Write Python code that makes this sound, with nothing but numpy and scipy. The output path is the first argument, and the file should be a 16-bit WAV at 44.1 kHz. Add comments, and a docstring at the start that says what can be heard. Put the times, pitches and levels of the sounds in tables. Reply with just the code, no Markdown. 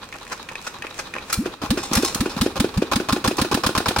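"""Gears whirr, tappets click and air puffs from an open valve: a single-cylinder diesel is hand-cranked.
The decompression lever snaps shut, the engine catches, the crank handle clangs free and the cycles
speed up. Each cycle is a knock, an exhaust blast with a rising hoot, and an intake gulp; the first and
seventh do not fire and knock only faintly.
The iron casing colours the clatter and hiss; a yard among trees adds a short tail."""
import sys
import numpy as np
from scipy import signal
from scipy.fft import rfft, irfft
from scipy.io import wavfile

SR = 44100
rng = np.random.default_rng(int(sys.argv[2]) if len(sys.argv) > 2 else 0)


def pcm_store(signal):
    """Save signal as 16-bit PCM."""
    levels = np.round(np.clip(np.atleast_2d(signal), -1, 1) * 32767)
    wavfile.write(sys.argv[1], SR, levels.astype(np.int16).T)


N = 176400
T = np.arange(N) / SR


def from_db(db):
    """Decibels to gain."""
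    return 10 ** (np.asarray(db) / 20)


def at_hz(points, hz):
    """Read a table on a log-frequency axis."""
    points_hz, values = np.transpose(points)
    return np.interp(np.log(hz + 1), np.log(points_hz), values)


# stereo likeness: freq_hz, correlation
STEREO_LIKENESS = [(60, 0.96), (250, 0.95), (500, 0.84), (1000, 0.73), (2000, 0.39), (4000, 0.17),
                   (16000, 0.14)]
# stereo balance: freq_hz, left_minus_right_db
STEREO_BALANCE = [(500, .2), (1000, -.8), (2000, 2.5), (4000, -5), (8000, 1), (13000, -1.2)]
RIPPLE_DB, RIPPLE_WIDTH_HZ = 3, 55


def noise(spectrum, ripple_db=RIPPLE_DB):
    """Stereo noise, rms 1, from (freq_hz, level_db) points; narrow iron resonances ripple the treble."""
    hz = np.fft.rfftfreq(N, 1 / SR)
    wiggle = np.interp(hz / RIPPLE_WIDTH_HZ, np.arange(1024), rng.standard_normal(1024))
    ripple = ripple_db * wiggle * hz / (hz + 2000)
    low_cut_hz = .8 * spectrum[0][0]
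    gain = from_db(at_hz(spectrum, hz) + ripple) / np.sqrt(1 + (low_cut_hz / (hz + 1)) ** 6)
    alike = at_hz(STEREO_LIKENESS, hz)
    mid, side = rfft(rng.standard_normal((2, N))) * gain
    signs = np.array([[1], [-1]])
    stereo = np.sqrt(1 + alike) * mid + np.sqrt(1 - alike) * side * signs
    x = irfft(stereo * from_db(signs * at_hz(STEREO_BALANCE, hz) / 2), N)
    return x / x.std()


def burst(start_s, db, attack_s, hold_s, t60_s):
    """Envelope: linear attack, hold, exponential release."""
    out, i = np.zeros(N), int(start_s * SR)
    t = T[:min(N - i, SR // 2)]
    decay_db = 60 * np.maximum(t - attack_s - hold_s, 0) / t60_s
    out[i:i + len(t)] = np.minimum(t / attack_s, 1) * from_db(db - decay_db)
    return out


def bell(t, width_s):
    """Gaussian swell round time zero."""
    return np.exp(-np.minimum((t / width_s) ** 2, 60))


def grit(per_s, spread_db, t60_s):
    """Envelope of uneven random contacts, each dying quickly; rms 1."""
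    contacts = (rng.random(N) < per_s / SR) * from_db(spread_db * rng.uniform(-0.91, 1, N))
    x = signal.lfilter([1], [1, -from_db(-60 / (t60_s * SR))], contacts + 1e-18)
    return x / np.sqrt(np.mean(x ** 2))


def near(s):
    """Sample range round a moment, and its time from that moment."""
    span = slice(max(int(s * SR) - SR // 20, 0), int(s * SR) + SR // 10)
    return span, T[span] - s


def struck(times_s, levels_db, modes, scatter_db, sides_db):
    """Blows ring a set of modes, each with its own strength per blow and side."""
    out = np.zeros((2, N))
    for k, (hz, db, t60_s) in enumerate(modes):
        chance = rng.standard_normal((len(times_s), 3)).T
        blow_db = levels_db + db + scatter_db * chance[0] + sides_db * chance[1:]
        blows = np.full((2, N), 1e-18)
        blows[:, (times_s * SR).astype(int)] = from_db(blow_db)
        r, w = from_db(-60 / (t60_s * SR)), 2 * np.pi * hz / SR
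        out += (-1) ** k * signal.lfilter([0, np.sin(w)], [1, -2 * r * np.cos(w), r * r], blows)
    return out


# rustle contour: time_s, level_db
RUSTLE_LEVEL = [(0, -43.5), (1.3, -41), (1.52, -39.5), (1.59, -46.5), (1.68, -37.5), (2.1, -34.5),
                (2.45, -36), (2.54, -42), (2.68, -38.5), (4, -43.5)]
# rustle spectrum: freq_hz, level_db
RUSTLE_SPECTRUM = [(25, 0), (277, -2), (516, -3), (607, -8), (1160, -6), (2110, -14.5), (2480, -7),
                   (3080, -18.5), (3720, -16), (12500, -30.5), (16000, -33)]


def rustle():
    """Turning parts rustle throughout."""
    return from_db(np.interp(T, *np.transpose(RUSTLE_LEVEL))) * noise(RUSTLE_SPECTRUM)


# gear swells: centre_s, level_db
GEAR_SWELLS = [(0.035, -38.5), (0.228, -41), (0.41, -38.5), (0.582, -41), (0.752, -37.5), (0.908, -37.5),
               (1.068, -37), (1.228, -38)]
# gear spectrum: freq_hz, level_db
GEAR_SPECTRUM = [(200, -1), (650, -9), (950, 3), (2500, -13), (3200, -8), (3900, -0.5), (5000, -13.5),
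                 (16000, -35)]


def gears():
    """Gear teeth scrape once a turn while cranked, then chatter with backlash."""
    swells = sum(from_db(db) * bell(T - s, 0.022) for s, db in GEAR_SWELLS)
    return (swells + backlash()) * grit(per_s=700, spread_db=4, t60_s=.018) * noise(GEAR_SPECTRUM)


# tappet clicks: start_s, level_db
TAPPET_CLICKS = [(0.125, -29.5), (0.266, -36.5), (0.488, -27.5), (0.554, -27), (0.822, -26.5), (0.867, -29),
                 (1.138, -26), (1.183, -32)]
# click spectrum: freq_hz, level_db
CLICK_SPECTRUM = [(300, -9), (1200, -8), (1900, -1), (2450, 0), (3200, -9.5), (10000, -20.5), (16000, -39)]
# tappet ring: pitch_hz, level_db, t60_s
TAPPET_MODES = [(1848, -3, .045), (2307, -4, .04), (2542, -4, .05)]


def tappets():
    """Tappets click and ring briefly during cranking."""
    clicks = sum(burst(s, db, 0.00096, 0.00094, 0.023) for s, db in TAPPET_CLICKS)
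    ring = struck(*np.transpose(TAPPET_CLICKS), TAPPET_MODES, scatter_db=1.5, sides_db=0.5)
    return clicks * noise(CLICK_SPECTRUM) + ring


# valve gear rattles: start_s, level_db, hold_s
VALVE_RATTLES = [(0.137, -37, 0.011), (0.304, -36, 0.031), (0.499, -33, 0.014), (0.834, -31, 0.013),
                 (1.149, -30.5, 0.015), (1.446, -33.5, 0.018), (1.773, -29.5, .015), (1.934, -25, .03),
                 (2.816, -34, 0.01)]
# rattle spectrum: freq_hz, level_db
RATTLE_SPECTRUM = [(150, -4.5), (520, 2.5), (680, -5), (900, 5.5), (2500, -3), (3500, -11), (16000, -40)]


def valve_rattle():
    """The valve gear rattles in short clusters of contacts."""
    level = sum(burst(s, db, 0.0036, hold_s, .07) for s, db, hold_s in VALVE_RATTLES)
    return level * grit(per_s=900, spread_db=3.5, t60_s=0.013) * noise(RATTLE_SPECTRUM)


# air puffs: start_s, level_db
AIR_PUFFS = [(0.316, -27.5), (0.664, -26.5), (0.986, -25), (1.295, -27.5)]
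# puff spectrum: freq_hz, level_db
PUFF_SPECTRUM = [(120, -28), (309, -10), (800, -10), (1360, -2), (2140, -12), (2400, -8), (2980, -15),
                 (6260, -11.5), (16000, -34)]
LEAK_DB, TICK_DB = -17, -51


def puffs_and_ticks():
    """Air swells and bursts through the held-open valve; stray ticks run until the lever shuts."""
    puffs = sum(burst(s, db, 0.0058, .008, 0.047) for s, db in AIR_PUFFS)
    leak = sum(from_db(db + LEAK_DB) * bell(T - s, 0.048) for s, db in AIR_PUFFS)
    cranking = T < LEVER_HITS[0][0]
    ticks = from_db(TICK_DB) * cranking * grit(per_s=40, spread_db=6, t60_s=0.016)
    thin_noise = noise([(1000, 5), (4000, 0.5), (8000, -1), (16000, -17)])
    return puffs * noise(PUFF_SPECTRUM) + (leak + ticks) * thin_noise


# engine cycles: knock_s, clatter_db, ping_db, exhaust_s, hiss_db, blast_db, hoot_db, hoot_start_hz,
# intake_s, gulp_db
ENGINE_CYCLES = [ (1.323, -35.5, -30, 1.3785, -43, -17.5, -15.5, 190, 1.4617, -13),
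                 (1.616, -30.5, -35, 1.7010, -20, -15, -12, 198, 1.7767, -12.5),
                 (1.912, -28.5, -42, 1.9670, -19, -13.5, -12.5, 197, 2.0348, -7.5),
                 (2.156, -35, -34, 2.2020, -21.5, -17, -13, 205, 2.2623, -10),
                 (2.364, -30, -42, 2.4085, -18, -14.5, -11, 193, 2.4644, -6),
                 (2.556, -28, -27.5, 2.5960, -18.5, -14.5, -10, 204, 2.6463, -6),
                 (2.740, -33, -47, 2.7700, -28.5, -12.5, -11.5, 160, 2.8246, -5.5),
                 (2.914, -21.5, -24, 2.9540, -19.5, -18.5, -12, 200, 3.0038, -13),
                 (3.086, -20.5, -21, 3.1210, -19, -17, -10, 211, 3.1665, -13.5),
                 (3.241, -18.5, -27, 3.2720, -18, -16.5, -10.5, 214, 3.3140, -12.5),
                 (3.382, -21, -36, 3.4110, -18.5, -18, -11.5, 215, 3.4500, -15.5),
                 (3.513, -20.5, -21, 3.5395, -18.5, -19, -11, 217, 3.5761, -11.5),
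                 (3.635, -21.5, -15, 3.6600, -16, -17.5, -13, 215, 3.6943, -12),
                 (3.750, -21, -19, 3.7730, -17.5, -19, -13, 216, 3.8057, -14.5),
                 (3.857, -23.5, -11, 3.8800, -17, -18.5, -14, 216, 3.9117, -13),
                 (3.961, -23, -11, 3.9820, -19, -18, -16.5, 216, 4.0130, -10)]
# block ring: pitch_hz, level_db, t60_s
BLOCK_MODES = [(795, -9.5, 0.047), (960, -4.5, .03), (1059, -4, 0.083), (1205, -2, 0.022),
               (1380, -7, 0.032), (1566, -7.5, 0.028), (2300, -10, 0.024), (5240, -7.5, 0.023)]
# clatter spectrum: freq_hz, level_db
CLATTER_SPECTRUM = [(35, -38), (60, -2), (287, -1), (715, -4.5), (1090, 0), (1470, -5), (2050, -17.5),
                    (2350, -10.5), (3850, -10.5), (6430, -17), (16000, -29)]
KNOCK_DB, SLAP_DB = 1, -3  # relative to clatter_db
KNOCK_T60_S, SLAPS_PER_STROKE = 0.054, 3


def knocks():
    """Each cycle knocks the block, faintly if it does not fire; piston slap and bearing clatter follow."""
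    knock_s, clatter_db, ping_db, exhaust_s, *_ = np.transpose(ENGINE_CYCLES)
    onset = sum(burst(s, db + KNOCK_DB, 0.0011, 0.0041, KNOCK_T60_S) for s, db, *_ in ENGINE_CYCLES)
    clatter = sum(burst(s, db, 0.0025, .55 * (end_s - s), .045) for s, db, _, end_s, *_ in ENGINE_CYCLES)
    clatter *= grit(per_s=1400, spread_db=3.5, t60_s=0.013)
    knock = casing(np.maximum(onset, clatter) * noise(CLATTER_SPECTRUM))
    shares = rng.uniform(.1, .75, (SLAPS_PER_STROKE, len(knock_s)))
    slap_s = knock_s + shares * (exhaust_s - knock_s)
    slaps = sum(struck(s, clatter_db + SLAP_DB, BLOCK_MODES, scatter_db=3, sides_db=1) for s in slap_s)
    ping = struck(knock_s + .0015, ping_db, BLOCK_MODES, scatter_db=1.2, sides_db=1.5)
    return knock + slaps + ping


def steel_crack(hits):
    """Steel striking steel gives a bright, short crack."""
    level = sum(burst(s - .001, db, 0.0027, 0.0019, 0.039) for s, db, _ in hits)
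    spectrum = [(700, -8), (1400, -0.5), (2200, -5), (5000, -1.5), (10000, -1.5), (12000, -8),
                (16000, -9.5)]
    return level * noise(spectrum, 2 * RIPPLE_DB)


# lever hits: start_s, crack_db, ring_db
LEVER_HITS = [(1.327, -14.5, -27.5), (1.339, -21.5, -35)]
# lever ring: pitch_hz, level_db, t60_s
LEVER_MODES = [(1350, 9, 0.042), (2360, 1, 0.15), (4199, -3, 0.22), (4834, -6.5, .2), (5550, -1, .2),
               (7140, 5, .04)]


def lever():
    """The decompression lever snaps shut, bounces once and rings."""
    start_s, _, ring_db = np.transpose(LEVER_HITS)
    return steel_crack(LEVER_HITS) + struck(start_s, ring_db, LEVER_MODES, scatter_db=1, sides_db=0.5)


BLAST_S, HOOT_OCTAVES_PER_STROKE = 0.00902, 1.756
HOOT_SHARE, HOOT_LOST_S = 0.54, .021


def exhaust():
    """A pressure blast, then a hoot that climbs ever faster as the piston shrinks the cylinder."""
    out = np.zeros(N)
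    for _, _, _, s, _, blast_db, hoot_db, start_hz, intake_s, _ in ENGINE_CYCLES:
        span, t = near(s)
        blast = 0.87 * bell(t - .0003, .0017) - bell(t - .0068, 0.0024)
        stroke_s, hoot_t = intake_s - s, np.maximum(t - BLAST_S, 0)
        hz = start_hz * 2 ** (HOOT_OCTAVES_PER_STROKE * np.minimum(hoot_t / stroke_s, 1))
        hoot = np.sin(2 * np.pi * np.cumsum(hz * (hoot_t > 0)) / SR)
        fade_s = HOOT_SHARE * max(stroke_s - HOOT_LOST_S, .002)
        fade = np.exp(-(hoot_t / fade_s) ** 2.22)
        out[span] += from_db(blast_db) * blast + from_db(hoot_db) * hoot * fade
    return out


# exhaust hiss spectrum: freq_hz, level_db
HISS_SPECTRUM = [(290, -32), (500, -3.5), (688, -8.5), (1250, -2.5), (2100, -9), (4090, -5), (6420, -12.5),
                 (9770, -10), (11500, -19.5), (16000, -17.5)]


def exhaust_hiss():
    """Gas spits out of the exhaust valve and trails off."""
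    level = sum(burst(s + .003, db, .001, .006, .032) + burst(s, db - 17.5, .01, .005, 0.22)
                for _, _, _, s, db, *_ in ENGINE_CYCLES)
    return level * noise(HISS_SPECTRUM)


# suction spectrum: freq_hz, level_db
SUCTION_SPECTRUM = [(100, 1), (800, -2.5), (1100, -9), (1450, -3.5), (2000, -11), (2600, -6.5), (9000, -20),
                    (16000, -33)]
# valve gear ring: pitch_hz, level_db, t60_s
VALVE_MODES = [(800, -33.5, .04), (1120, -33, .025), (1460, -27.5, 0.036), (2500, -36.5, 0.034)]
VALVE_LEAD_S = .004


def inlet_valve():
    """The inlet valve clacks open and air rushes in."""
    intake_s = np.array([s for *_, s, _ in ENGINE_CYCLES if s < T[-1]])
    suction = sum(burst(s - .007, -28.5, 0.0036, .008, 0.064) for s in intake_s)
    clack = struck(intake_s - VALVE_LEAD_S, 0, VALVE_MODES, scatter_db=2.5, sides_db=0.5)
    return suction * noise(SUCTION_SPECTRUM) + clack


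GULP_HZ, GULP_WIDTH_S, BRISK_STROKE_S = 370, 0.0019, .04  # shorter strokes turn the gulp into a snap
SNAP_HZ, SNAP_WIDTH_S, SNAP_DB = 736, 0.002, -20.5
PIPE_HZ, PIPE_FALL_HZ_PER_S, PIPE_DB, PIPE_PEAK_S, PIPE_WIDTH_S = 394.4, 3600, -24.5, 0.014, 0.011


def intake():
    """A gulp of air snaps harder with speed; the pipe note falls as the cylinder grows."""
    out = np.zeros(N)
    for _, _, _, exhaust_s, *_, s, gulp_db in ENGINE_CYCLES:
        span, t = near(s)
        pace = BRISK_STROKE_S / (s - exhaust_s)
        brisk = max(pace, 1)
        gulp = -np.cos(2 * np.pi * GULP_HZ * t) * bell(t, GULP_WIDTH_S / brisk) / brisk
        snap = -np.cos(2 * np.pi * SNAP_HZ * t) * bell(t, SNAP_WIDTH_S) * pace
        pipe_phase = 2 * np.pi * (PIPE_HZ - PIPE_FALL_HZ_PER_S * t / 2) * t
        pipe = -np.cos(pipe_phase) * bell(t - PIPE_PEAK_S, PIPE_WIDTH_S) / brisk ** 2
        out[span] += from_db(gulp_db) * gulp + from_db(SNAP_DB) * snap + from_db(PIPE_DB) * pipe
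    return out


BACKLASH_DB, BACKLASH_WIDTH_S = -39, 0.017


def backlash():
    """Envelope of gear chatter as the load reverses, midway between intake and the next knock."""
    knock_s, *_, intake_s, _ = np.transpose(ENGINE_CYCLES)
    reversal_s = (intake_s[:-1] + knock_s[1:]) / 2
    return from_db(BACKLASH_DB) * sum(bell(T - s, BACKLASH_WIDTH_S) for s in reversal_s)


# compression thuds: centre_s, level_db, pitch_hz
COMPRESSION_THUDS = [(1.6395, -14.5, 240), (1.9177, -13, 260), (1.937, -17, 257), (2.1583, -17.5, 200),
                     (2.371, -16.5, 200), (3.2570, -16, 403), (3.3895, -13, 328), (3.5275, -14, 405)]


def thuds():
    """The engine jolts softly as the piston passes full compression."""
    out = np.zeros(N)
    for s, db, hz in COMPRESSION_THUDS:
        span, t = near(s)
        out[span] -= from_db(db) * np.cos(2 * np.pi * hz * t) * bell(t, 0.0029)
    return out


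# handle hits: start_s, crack_db, ring_db
HANDLE_HITS = [(1.775, -35, -38.5), (1.830, -38, -35.5), (1.932, -15.5, -35), (1.952, -14.5, -35.5),
               (2.024, -26, -37), (2.047, -18.5, -32), (2.146, -17, -49), (2.295, -41, -42.5),
               (2.432, -31, -44.5), (3.368, -28.5, -41.5)]
# handle ring: pitch_hz, level_db, t60_s
HANDLE_MODES = [(803, 4, 0.18), (1078, 2, .14), (2555, -1, 0.14), (3542, -1.5, .3), (3777, -4, .22),
                (4174, -2, 0.32), (4500, -1, 0.22), (5090, 3, .28), (5297, -3.5, 0.33), (6230, -1, 0.3),
                (7582, -2, .2), (7700, -5, 0.16), (8607, -7, .18), (8915, -4, 0.22)]
JANGLE_DB, JANGLE_T60_S = 2, 0.29


def crank_handle():
    """The loose steel handle strikes, rings and jangles."""
    start_s, _, ring_db = np.transpose(HANDLE_HITS)
    ring = struck(start_s, ring_db, HANDLE_MODES, scatter_db=2, sides_db=3)
    jangle = sum(burst(s, db + JANGLE_DB, .006, 0.0097, JANGLE_T60_S) for s, _, db in HANDLE_HITS)
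    jangle *= grit(per_s=500, spread_db=5, t60_s=0.017)
    spectrum = [(800, 6), (2100, -1), (2600, 0), (3400, 0), (5000, 1), (8500, -3), (16000, -20.5)]
    return steel_crack(HANDLE_HITS) + ring + jangle * noise(spectrum, 2 * RIPPLE_DB)


# casing resonances: centre_hz, width_hz, boost_db
CASING_BANDS = [(520, 35, 4), (820, 57, 4.5), (1058, 44, 4.5), (1412, 70, 2.5), (1770, 56, 5),
                (2495, 200, 4), (4200, 74, 2.5), (5170, 180, 4), (6140, 126, 4.5)]


def casing(x):
    """The iron casing lifts narrow bands and rings on briefly."""
    out = x.copy()
    for hz, width_hz, db in CASING_BANDS:
        out += (from_db(db) - 1) * signal.lfilter(*signal.iirpeak(hz, hz / width_hz, fs=SR), x)
    return out


YARD_T60_S, YARD_DB, YARD_BASS_DB = .36, -10, -17.5


def yard(x):
    """Trunks and ground scatter a short diffuse tail, weak in the bass."""
    decay = burst(0, 0, 0.0074, 0.0036, YARD_T60_S)
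    tail = (noise([(30, 0), (16000, 0)], ripple_db=0) * decay)[:, :SR // 2]
    tail /= np.linalg.norm(tail, axis=1, keepdims=True)
    bass = signal.sosfilt(signal.butter(1, 700, fs=SR, output="sos"), tail)
    response = from_db(YARD_BASS_DB) * bass + from_db(YARD_DB) * (tail - bass)
    return signal.fftconvolve(x, response, axes=1)[:, :N]


EAR_LAG_S = 2 / SR


def scene():
    """The engine stands just left of centre in the yard, over the rustle of its turning parts."""
    inside = gears() + tappets() + valve_rattle() + puffs_and_ticks() + exhaust_hiss() + inlet_valve()
    left, right = casing(inside) + knocks() + lever() + exhaust() + intake() + thuds() + crank_handle()
    engine = np.array([left, np.interp(T - EAR_LAG_S, T, right)])
    return engine + yard(engine) + rustle()


def record(dry):
    """Band limit: 22 Hz to 16 kHz."""
    x = signal.sosfilt(signal.butter(1, 22, "high", fs=SR, output="sos"), dry)
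    return signal.sosfilt(signal.ellip(10, .2, 80, 16000, fs=SR, output="sos"), x)


dry = scene()
out = record(dry)
pcm_store(out)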